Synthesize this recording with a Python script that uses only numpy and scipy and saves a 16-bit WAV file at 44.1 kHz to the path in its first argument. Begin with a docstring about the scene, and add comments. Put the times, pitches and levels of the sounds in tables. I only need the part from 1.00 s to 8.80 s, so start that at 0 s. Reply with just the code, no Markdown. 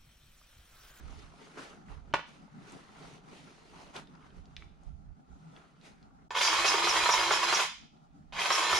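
"""Sleeve and hose rustle first, with small metal ticks, while a hand fits a grease coupler in a shed.
One clank rings the casting; then a battery grease gun runs twice, still going at the end.
Shaped noise makes the rub, rattle, knocks and air puffs; sines make the whine, squeals and casting.
Gears rattle in a plastic shell, the plunger knocks and squeals each stroke, the whine climbs as load eases.
Air puffs on the microphone ports over a far hum; the engine bay and the shed answer the gun and metal."""
import sys
import numpy as np
from scipy import signal
from scipy.fft import rfft, irfft, next_fast_len
from scipy.io import wavfile
from scipy.ndimage import uniform_filter1d, map_coordinates

SR = 44100
rng = np.random.default_rng(int(sys.argv[2]) if len(sys.argv) > 2 else 0)


def generate_wav(signal):
    """Clip the signal to [-1, 1] and save it as 16-bit WAV at the path in sys.argv[1]."""
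    frames = np.transpose(np.atleast_2d(signal))
    scaled = np.clip(frames, -1, 1) * 32767
    pcm = np.round(scaled).astype(np.int16)
    wavfile.write(sys.argv[1], SR, pcm)


N = 343803  # samples

# Air puffs on the ports: t/s, level/dB
PUFF_LEVELS = [(0.0, -57), (0.04, -49), (0.13, -53), (0.28, -53), (0.43, -80), (0.87, -65), (0.91, -47.5),
               (1.23, -57), (1.28, -69.5), (2.54, -71.5), (2.89, -59.5), (2.97, -77), (3.03, -62.5),
               (3.32, -64), (3.36, -56), (3.84, -61.5), (3.88, -47), (4.04, -57), (4.1, -49.5), (4.23, -73),
               (4.32, -48.5), (4.45, -68), (6.01, -56.5), (6.12, -69), (6.16, -55), (7.05, -71),
               (7.16, -55.5), (7.68, -70), (7.75, -47), (7.79, -73)]
# Spectrum of the puffs: f/Hz, level/dB
PUFF_SPECTRUM = [(8.8, -27), (15, -7.5), (32, 1.5), (76, -1), (89, -2.5), (113, -19), (140, -4.5),
                 (180, -17.5), (230, -31), (310, -120)]
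# Spectrum of the far hum of the yard: f/Hz, level/dB
HUM_SPECTRUM = [(59, -44), (100, -26), (117, -17), (157, -5), (252, -12.5), (289, -12), (325, -27),
                (345, -23), (502, -34), (804, -17.5), (998, -33.5), (1370, -23), (1700, -49), (3500, -46.5),
                (6860, -47), (9500, -55), (11000, -55.5), (14300, -85), (22000, -120)]
# Left-right likeness of the hum: f/Hz, likeness
HUM_ALIKE = [(60, 0.32), (240, 0.58), (950, -0.64), (3770, -0.17), (15000, -0.82)]
HUM_DB = -58.5
# Each dB above calm leans a puff this many dB to the right port, up to a limit
CALM_DB, LEAN, MOST_DB = -70.5, .55, 12

# Sleeve and hose rubbing, two spells: t/s, dull rub level/dB, fine rustle level/dB
RUB_SPELLS = [
    [(0, -58.5, -63.5), (.12, -59.5, -60), (.3, -62.5, -65), (.46, -57.5, -59), (.56, -56.5, -59.5),
     (.585, -43.5, -50.5), (.64, -52.5, -52.5), (.74, -55, -61), (.85, -66.5, -72), (.91, -54, -62.5),
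     (1.03, -68, -76.5), (1.12, -57, -72)],
    [(1.27, -60, -59), (1.5, -65.5, -73), (1.72, -55.5, -58), (1.88, -60, -65), (2.02, -56, -58.5),
     (2.16, -58, -58), (2.22, -63, -68), (2.37, -58.5, -57), (2.52, -65, -63.5), (2.65, -61.5, -63.5),
     (2.82, -55.5, -58), (2.93, -61, -66), (2.965, -45.5, -47), (3.05, -65, -70.5), (3.18, -64.5, -77),
     (3.27, -60.5, -66.5), (3.33, -67, -74), (3.38, -64, -67), (3.43, -68, -75), (3.55, -69, -75),
     (3.6, -65, -66), (3.7, -67, -74), (3.8, -67.5, -78), (3.87, -71, -72), (3.95, -77, -81),
     (4.22, -73.5, -83.5), (4.4, -71.5, -73.5), (4.6, -60.5, -69), (4.79, -69.5, -74), (4.86, -57.5, -53.5),
     (4.96, -68, -71), (5.08, -71.5, -83.5), (5.28, -72, -82)],
]
# Spectrum of the dull rub: f/Hz, level/dB
DULL_SPECTRUM = [(150, -25), (250, 2.5), (443, 4.5), (481, -3), (753, -0.5), (1180, -1.5), (1360, 0),
                 (1920, -8.5), (3000, -17.5), (3900, -31.5), (6600, -120)]
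# Spectrum of the fine rustle: f/Hz, level/dB
FINE_SPECTRUM = [(880, -1), (1500, -11.5), (1930, -0.5), (2830, -2.5), (4220, -5), (5420, -8.5), (6620, -8),
                 (7190, -14.5), (9790, -14), (11000, -23), (12500, -29), (14300, -48.5), (22000, -120)]
# Left-right likeness of the rubbing: f/Hz, likeness
RUB_ALIKE = [(60, 0.75), (180, 0.92), (550, 0.47), (1650, 0.049), (4970, 0.53), (15000, -0.63)]
# Faint late stir of the sleeve: from t/s, to t/s, dull level/dB, fine level/dB
SLEEVE_STIR = (6, 17, -75.5, -80)

# Metal ticks of the coupler: t/s, level/dB, centre f/Hz
METAL_TICKS = [(.127, -51, 900), (.195, -57, 5160), (.338, -52, 700), (.472, -54, 1280),
               (0.572, -42.5, 1210), (0.885, -53, 1920), (1.077, -59, 970), (1.48, -54, 870),
               (1.698, -55, 6100), (1.722, -53, 7400), (2.025, -55, 4000), (2.813, -58, 4940),
               (2.954, -44.5, 1500), (2.964, -41.5, 3620), (2.975, -52, 860), (3.073, -57, 3660),
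               (3.138, -66, 4000), (3.153, -63, 4960), (3.207, -65, 3000), (3.227, -59, 2190),
               (3.305, -62, 3150), (3.456, -59, 4640), (3.566, -36, 3520), (3.58, -52, 2320),
               (3.623, -46.5, 2260), (3.835, -67, 6500), (4.564, -50.5, 3340), (4.575, -57, 2000),
               (4.813, -58, 4000), (5.028, -59.5, 4300), (6.972, -65, 4000), (1.128, -52, 3000)]
# Coupler striking the casting: t/s, reference level/dB for ring and contacts
COUPLER_CLANK = [(1.1378, -11)]
# Ringing modes of the casting: f/Hz, level/dB, t60/s
CASTING_MODES = [(152.2, -3.5, .12), (406.5, 5.5, 0.064), (850, 0, .05), (1140, 3.5, 0.068),
                 (1450, 0, 0.14), (2474, -2.5, .06), (3360, -9, .04)]
# Spectrum of the gritty contact: f/Hz, level/dB
CONTACT_SPECTRUM = [(100, -18), (200, -3), (500, 2.5), (900, 7), (1400, 4), (2500, 1), (4500, -11.5),
                    (8000, -29), (15000, -56)]
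# Chatter after the blow: delay t/s, relative level/dB
COUPLER_RATTLES = [(.004, -6.5), (0.016, -16), (0.027, -20.5), (.055, -22)]
TICK_S, TICK_CYCLES = 0.014, 23  # tick t60 = a shortest time (s) plus some cycles
CLEAR = 0.38  # share of clear ring in a tick
CONTACT_S = .03  # t60 (s)

# Trigger held: from t/s, to t/s, gear rattle level/dB, trigger click level/dB, faint start relative level/dB
TRIGGER_RUNS = [(5.306, 6.64, -31, -21.5, -13), (7.324, 7.9, -31, -36, -11)]
# Resonances of the plastic shell: f/Hz, width f/Hz, level/dB
SHELL_MODES = [(1030, 530, -7.5), (982, 200, -8.5), (1765, 60, -1.5), (2175, 110, -2.5), (2516, 110, 0),
               (3210, 450, 2), (3860, 190, -6), (4980, 90, -1.5), (5560, 46, -7.5), (6810, 180, -4),
               (8150, 120, -5), (9900, 150, 0)]
# Spectrum of the gear rattle: f/Hz, level/dB
GEAR_SPECTRUM = [(240, -30.5), (400, -13), (816, -4), (964, 2), (1880, -7), (2150, -5), (2790, -9),
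                 (3240, -8), (4390, -8), (5600, -7.5), (6710, -7.5), (7700, -14.5), (10400, -17.5),
                 (15000, -37)]
# Rattle through one stroke: share of stroke, level/dB, treble relative level/dB
STROKE_GRIND = [(0, -1, 0), (.15, -4, 2), (.3, -0.5, -3), (.6, -1.5, -4.5), (.9, -0.5, -3.5), (1, -5, 1)]
# Whine through one stroke: share of stroke, shaft f/Hz, shaft level/dB, 12th and 15th order level/dB
STROKE_WHINE = [(0, 345, -51, -40, -58), (.1, 341, -56, -54, -58), (.3, 318, -58, -60, -56),
                (.47, 326, -50, -58, -43), (.6, 332, -47, -48, -39), (.72, 337, -46, -37, -43),
                (.8, 340, -46, -39, -48), (.9, 345, -47, -34, -54), (1, 345, -51, -40, -58)]
# Plunger turns: t/s, knock level/dB, squeal level/dB, first f/Hz, second f/Hz, length of each squeal t/s
PLUNGER_TURNS = [(5.409, -43.5, -28.5, 4786, 4790, 0.053), (5.644, -10, -29.5, 5780, 5220, 0.037),
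                 (5.869, -8.5, -30.5, 5740, 5400, 0.026), (6.089, -7, -31, 5680, 5310, 0.035),
                 (6.307, -6.5, -33.5, 5580, 5350, 0.03), (6.526, -9.5, -32, 5700, 5210, 0.025),
                 (7.504, -8, -31.5, 5680, 5350, 0.034), (7.729, -10, -32.5, 5640, 5250, 0.038)]
# Slack in the drive knocking between turns: t/s, level/dB
SLACK_KNOCKS = [(5.383, -28.5), (5.741, -10.5), (5.775, -16), (5.934, -16), (5.959, -16.5), (6.018, -30),
                (6.058, -8), (6.152, -16.5), (6.177, -13.5), (6.361, -13.5), (6.586, -16), (7.574, -24.5),
                (7.708, -16)]
# Spectrum of the knocks: f/Hz, level/dB
KNOCK_SPECTRUM = [(260, -40), (360, -10.5), (700, -5.5), (1200, 2), (2200, -13), (4000, -19), (9000, -42)]
# Motor climbing to speed: t/s, length t/s, from f/Hz, to f/Hz, level/dB
MOTOR_RUN_UP = [(5.369, 0.031, 2873, 3860, -33), (7.365, .04, 2150, 2550, -36)]
SPIN_UP_S, START_DULL_DB, COAST_DB_PER_S = 0.047, -8, 597.5  # the rattle starts faint and dull, stops fast
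FULL_SPEED_S = 0.18  # after the trigger
STROKE_S = .22
FLEX = .012  # the grip squeezes the shell: its resonances wander by this share either way
SQUEAL_LAG_S, SECOND_AT = .011, .6  # the second squeal starts at this share of the first
SAG = .008  # share of its pitch a squeal loses
THIN_HZ, THIN_DB = 6550, -8  # a thin high voice, relative to the squeal
TURN_S, SLACK_S = 0.062, .035  # t60 of the knocks (s)
CLATTER_DB, CLATTER_SPREAD_DB = -16, 12  # faint chance knocks: the loudest, the range below

# Dying time of the engine bay close by: f/Hz, t60/s
BAY_DECAY = [(200, 0.047), (1000, 0.035), (8000, 0.14)]
# Left-right likeness of the bay: f/Hz, likeness
BAY_ALIKE = [(250, 1), (600, 0), (2500, 0.1), (4000, -0.0056), (6000, -0.12), (10000, 0)]
# Dying time of the shed: f/Hz, t60/s
SHED_DECAY = [(200, 0.3), (500, .22), (1000, 0.29), (1800, .38), (3000, 0.49), (5000, .48), (8000, 0.36),
              (15000, 0.21)]
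# Left-right likeness of the shed: f/Hz, likeness
SHED_ALIKE = [(200, 1), (600, 0.57), (3000, 0.2), (7000, 0)]
# Where gun and coupler are heard: f/Hz, left minus right level/dB
GUN_SIDE = [(60, -5), (150, 2), (380, -1), (950, -3), (2380, -0.5), (5980, -3), (15000, 5.5)]
# The arm shades the straight path of the rattle: f/Hz, level/dB
ARM_SHADE = [(300, 9), (800, -2), (2500, -2), (3600, -2), (5500, -5), (10000, -23)]
TAIL_CYCLE_S = .8  # several random echo tails take turns, coming round after this time, for an even reverberation
# Brief dip of the whole sound: from t/s, to t/s
BRIEF_DIP = (5.285, 5.294)
TOP_HZ = 15600


def amp(db):
    """Decibels to linear gain."""
    return 10 ** (np.asarray(db) / 20)


def unit(x):
    """Scale to rms 1."""
    return x / np.sqrt(np.mean(x ** 2) + 1e-20)


def along(points, hz):
    """Read (Hz, value) points on a log axis."""
    f, v = np.transpose(points)
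    return np.interp(np.log(hz + 1), np.log(f + 1), v)


def curves(rows):
    """One value per sample for each column after the time."""
    s, *cols = np.transpose(rows)
    return [np.interp(np.arange(N) / SR, s, c) for c in cols]


def wobble(rate):
    """A smooth random curve, rate knots a second."""
    knots = rng.standard_normal(int(N * rate / SR) + 4)
    return map_coordinates(knots, [np.arange(N) * rate / SR])


def filtered(x, response):
    """Shape x by a response of frequency."""
    m = next_fast_len(N + SR // 2)
    return irfft(rfft(x, m) * response(np.fft.rfftfreq(m, 1 / SR)), m)[..., :N]


def causal(gain):
    """Minimum-phase response with this gain: it starts no earlier than the blow."""
    def response(hz):
        cep = irfft(np.log(gain(hz) + 1e-6))
        cep[1:len(cep) // 2] *= 2
        cep[len(cep) // 2 + 1:] = 0
        return np.exp(rfft(cep))
    return response


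def paired(pair, alike):
    """Mix two unrelated signals to left and right of a given likeness."""
    def weights(hz):
        angle = np.arccos(np.clip(along(alike, hz), -1, 1)) / 2
        return np.array([np.cos(angle), np.sin(angle)])
    mid, side = filtered(pair, weights)
    return np.array([mid + side, mid - side])


def rush(spectrum, alike, grain_db, grain_rate, patchy_db):
    """Stereo noise of rms 1 that flickers in grains and in patches of time and pitch."""
    z = signal.stft(rng.standard_normal((2, N)), nperseg=512)[2]
    field = uniform_filter1d(rng.standard_normal(z.shape[1:]), size=5, axis=0)
    field = uniform_filter1d(field, size=10, axis=1)
    patchy = signal.istft(z * amp(patchy_db * unit(field)), nperseg=512)[1][:, :N]
    pair = patchy * amp(grain_db * wobble(grain_rate))
    coloured = filtered(pair, lambda hz: amp(along(spectrum, hz)))
    return unit(paired(coloured, alike))


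def bursts(rows, t60s):
    """Noise that starts at once and dies exponentially, at each (s, dB)."""
    out, t = np.zeros(N + SR), np.arange(SR // 8) / SR
    noise = rng.standard_normal((len(rows), len(t)))
    for (s, db), t60, n in zip(rows, t60s, noise):
        out[round(s * SR):][:len(t)] += amp(db - 60 * t / t60) * n
    return out[:N]


def air():
    """Low noise in lumpy puffs that lean to the right port as they swell, over the far hum."""
    db, = curves(PUFF_LEVELS)
    lumps_db = db + 3 * wobble(7.2)
    pan_db = -np.clip(LEAN * (lumps_db - CALM_DB), 0, MOST_DB)
    puffs = amp(lumps_db + np.outer([1, -1], pan_db) / 2)
    puffs = puffs * rush(PUFF_SPECTRUM, [(30, 0.035)], grain_db=-1.5, grain_rate=37, patchy_db=-0.6)
    hum_level = amp(HUM_DB + 1.6 * wobble(6.1))
    hum = hum_level * rush(HUM_SPECTRUM, HUM_ALIKE, grain_db=2.5, grain_rate=20, patchy_db=1.93)
    return puffs + hum


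def rubbing():
    """Cloth and hose friction: a dull rub and a fine grainy rustle, both swelling with the movement."""
    t = np.arange(N) / SR
    during = lambda a, b: uniform_filter1d((t >= a) * (t < b) * 1., size=1500)
    moving = sum(during(spell[0][0], spell[-1][0]) for spell in RUB_SPELLS)
    start, stop, stir_dull_db, stir_fine_db = SLEEVE_STIR
    stir = during(start, stop)
    dull_db, fine_db = curves(sum(RUB_SPELLS, []))
    drag_db = 1.2 * wobble(14)  # the cloth catches and lets go
    dull = rush(DULL_SPECTRUM, RUB_ALIKE, grain_db=2.0, grain_rate=120, patchy_db=2.5)
    fine = rush(FINE_SPECTRUM, RUB_ALIKE, grain_db=1.0, grain_rate=150, patchy_db=1.5)
    dull = (moving * amp(dull_db) + stir * amp(stir_dull_db)) * dull
    fine = (moving * amp(fine_db) + stir * amp(stir_fine_db)) * fine
    return amp(drag_db) * (dull + fine)


def metal_ticks():
    """Small contacts: band noise with a little clear ring, higher ones dying sooner."""
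    out, t = np.zeros(N + SR), np.arange(SR // 4) / SR
    noise = rng.standard_normal((len(METAL_TICKS), len(t)))
    noise[:, 0] = 6  # a hard first contact
    for (s, db, hz), n in zip(METAL_TICKS, noise):
        edges = [hz / 2.5, min(hz * 1.34, SR / 2.5)]
        band = signal.butter(4, edges, "bandpass", fs=SR, output="sos")
        click = (1 - CLEAR) * unit(signal.sosfilt(band, n))
        ring = 2 * CLEAR * np.sin(2 * np.pi * hz * t)
        fade = amp(db - 60 * t / (TICK_S + TICK_CYCLES / hz))
        out[round(s * SR):][:len(t)] += fade * (click + ring)
    return out[:N]


def casting_clank():
    """One blow rings the casting's modes, with a gritty contact and a short chatter after it."""
    t = np.arange(SR // 4) / SR
    (s, db), = COUPLER_CLANK
    modes = sum(amp(level - 60 * t / t60) * np.sin(2 * np.pi * hz * t) for hz, level, t60 in CASTING_MODES)
    rung = np.zeros(N)
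    rung[round(s * SR):][:len(t)] = amp(db - 19.5) * modes
    contacts = [(s, db + 4.5)]
    contacts += [(s + later, db + 6.5 + less_db) for later, less_db in COUPLER_RATTLES]
    blow = bursts(contacts, [CONTACT_S] * len(contacts))
    return rung + filtered(blow, causal(lambda hz: amp(along(CONTACT_SPECTRUM, hz))))


def housing(hz):
    """Gain of the plastic shell's resonances."""
    return 1 + sum(amp(db) / (1 + (2 * (hz - c) / w) ** 2) for c, w, db in SHELL_MODES)


def gear_shell(hz):
    """Gear noise through the shell, which is too small to radiate bass."""
    return amp(along(GEAR_SPECTRUM, hz)) * housing(hz) / (1 + (320 / (hz + 1)) ** 6)


def run_state():
    """Level of the rattle, how slow the start still is, and whether the motor is at full speed."""
    t = np.arange(N) / SR
    level, lazy, loaded = np.zeros(N), np.zeros(N), np.zeros(N)
    for start, stop, db, _, start_db in TRIGGER_RUNS:
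        slow = (t > start) * np.clip(1 - (t - start - .02) / SPIN_UP_S, 0, 1)
        coast_db = COAST_DB_PER_S * np.clip(t - stop, 0, 1)
        level += (t > start) * amp(db + start_db * slow - coast_db)
        lazy += slow
        loaded += (t > start + FULL_SPEED_S) * (t < stop - .025)
    return level, lazy, loaded


def through_stroke(rows):
    """Read a table of stroke shares, each stroke timed from the nearest plunger turn."""
    t = np.arange(N) / SR
    turns = np.transpose(PLUNGER_TURNS)[0]
    nearest = turns[np.searchsorted((turns[1:] + turns[:-1]) / 2, t)]
    place = (t - nearest) / STROKE_S % 1
    share, *cols = np.transpose(rows)
    return [np.interp(place, share, c) for c in cols]


def gear_rattle(level, lazy):
    """Loose teeth chatter unevenly in a shell whose resonances shift with the grip."""
    grind_db, treble_db = through_stroke(STROKE_GRIND)
    teeth = rng.standard_normal(N) * amp(3 * wobble(350) + 1.6 * wobble(50))
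    grip = np.clip(.5 + wobble(14) / 2, 0, 1)

    def in_shell(stretch):
        def response(hz):
            low_share = 1 / (1 + (hz / 2500) ** 6)
            return gear_shell(hz * stretch) * np.sqrt([low_share, 1 - low_share])
        return filtered(teeth, response)
    loose, tight = in_shell(1 + FLEX), in_shell(1 - FLEX)
    body, bright = (unit(x) for x in grip * tight + (1 - grip) * loose)
    return level * amp(grind_db) * (body + amp(treble_db + START_DULL_DB * lazy) * bright)


def motor_whine(loaded):
    """Shaft tone and its 12th and 15th orders, higher as the load eases, at full speed only."""
    hz, shaft_db, *order_dbs = through_stroke(STROKE_WHINE)
    turn = 2 * np.pi * np.cumsum(hz * (1 + .002 * wobble(30))) / SR
    whine = amp(shaft_db + 4 * wobble(35)) * np.sin(turn)
    for order, db in zip((12, 15), order_dbs):
        whine += amp(db - 2.5 + 2.5 * wobble(55)) * np.sin(order * turn)
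    return uniform_filter1d(loaded, size=400) * whine


def squeals():
    """Stick-slip of the plunger seal: wavering tones and a scrape under smooth swells; motor run-up glides."""
    t = np.arange(N) / SR
    tones, swells, rough = np.zeros(N), np.zeros(N), wobble(160)
    for s, _, db, first_hz, second_hz, length in PLUNGER_TURNS:
        voices = (0, first_hz, db), (SECOND_AT, second_hz, db - 1), (0, THIN_HZ, db + THIN_DB)
        for lag, voice_hz, voice_db in voices:
            u = np.clip((t - s - SQUEAL_LAG_S) / length - lag, 0, 1)
            swell = amp(voice_db) * np.sin(np.pi * u)
            phase = 2 * np.pi * np.cumsum(voice_hz * (1 - SAG * u) + 95 * rough) / SR
            tones += swell * np.sin(phase)
            swells += swell
    for s, length, from_hz, to_hz, db in MOTOR_RUN_UP:
        u = np.clip((t - s) / length, 0, 1)
        phase = 2 * np.pi * np.cumsum(from_hz + (to_hz - from_hz) * u) / SR
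        tones += amp(db) * np.sin(np.pi * u) * np.sin(phase)
    tones *= amp(3.5 * wobble(150) - 2)
    hiss = unit(filtered(rng.standard_normal(N), lambda hz: 1 / (1 + ((hz - 5500) / 800) ** 4)))
    return tones, amp(-7) * swells * hiss


def drive_knocks(loaded):
    """Plunger turns, drive slack, chance clatter and trigger clicks strike the shell."""
    at, size = rng.random((2, 400))
    clatter = [(s, CLATTER_DB - CLATTER_SPREAD_DB * e) for s, e in zip(at * N / SR, size)
               if loaded[int(s * SR)]]
    blows = [row[:2] for row in PLUNGER_TURNS] + SLACK_KNOCKS
    t60s = [TURN_S] * len(PLUNGER_TURNS) + [SLACK_S] * len(SLACK_KNOCKS)
    strikes = bursts(blows, t60s) + bursts(clatter, [.025] * len(clatter))
    knocks = filtered(strikes, causal(lambda hz: amp(along(KNOCK_SPECTRUM, hz)) * housing(hz)))
    clicks = bursts([(row[0], row[3]) for row in TRIGGER_RUNS], [.035, .035])
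    return knocks + filtered(clicks, causal(lambda hz: gear_shell(hz) / (1 + (hz / 4500) ** 2)))


def grease_gun():
    """The whole gun: its broad noises and its tones come back apart."""
    level, lazy, loaded = run_state()
    squeal, scrape = squeals()
    noises = gear_rattle(level, lazy) + drive_knocks(loaded) + scrape
    return noises, motor_whine(loaded) + squeal


def echo(x, decay, alike, size, count=4):
    """Reverberation: each frequency dies at its own speed; random tails take turns to keep it even."""
    hz, t, z = signal.stft(rng.standard_normal((count, 2, size)), SR, nperseg=256)
    fade = amp(-60 * t / along(decay, hz)[:, None])
    tails = signal.istft(z * fade, SR, nperseg=256)[1]
    cycle = np.arange(N) / SR / TAIL_CYCLE_S - np.arange(count)[:, None] / count
    parts = x * np.clip(np.cos(2 * np.pi * cycle), 0, 1)
    parts = np.pad(parts, ((0, 0), (100, 0)))  # the answer comes 100 samples late
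    tails = tails / np.linalg.norm(tails[0, 0])
    wet = signal.fftconvolve(parts[:, None], tails, axes=2).sum(0)[:, :N]
    return paired(wet, alike)


def scene():
    """Gun and coupler, straight and through bay and shed, placed left to right; then rubbing and air."""
    rattle, tones = grease_gun()
    ticks, clank = metal_ticks(), casting_clank()
    shaded = filtered(rattle, causal(lambda hz: amp(along(ARM_SHADE, hz))))
    near = shaded + tones + ticks + amp(-6) * clank
    faint = amp(-9.5) * tones + amp(-10) * ticks  # tones and ticks arrive mostly straight
    to_bay = amp(-3.0) * rattle + faint + amp(-8.5) * clank
    to_shed = amp(-4.5) * rattle + faint + amp(-13.5) * clank
    bay = echo(to_bay, BAY_DECAY, BAY_ALIKE, size=SR // 5)
    shed = echo(to_shed, SHED_DECAY, SHED_ALIKE, size=SR * 2 // 3)
    sides = lambda hz: amp(np.outer([1, -1], along(GUN_SIDE, hz)) / 2)
    return filtered(near + bay + shed, sides) + rubbing() + air()


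def record(dry):
    """The level dips briefly before the first run; nothing passes above the band limit."""
    t = np.arange(N) / SR
    start, stop = BRIEF_DIP
    gate = 1 - uniform_filter1d((t > start) * (t < stop) * 1.1, size=150)
    return filtered(dry * gate, lambda hz: hz < TOP_HZ)


dry = scene()
out = record(dry)
generate_wav(out)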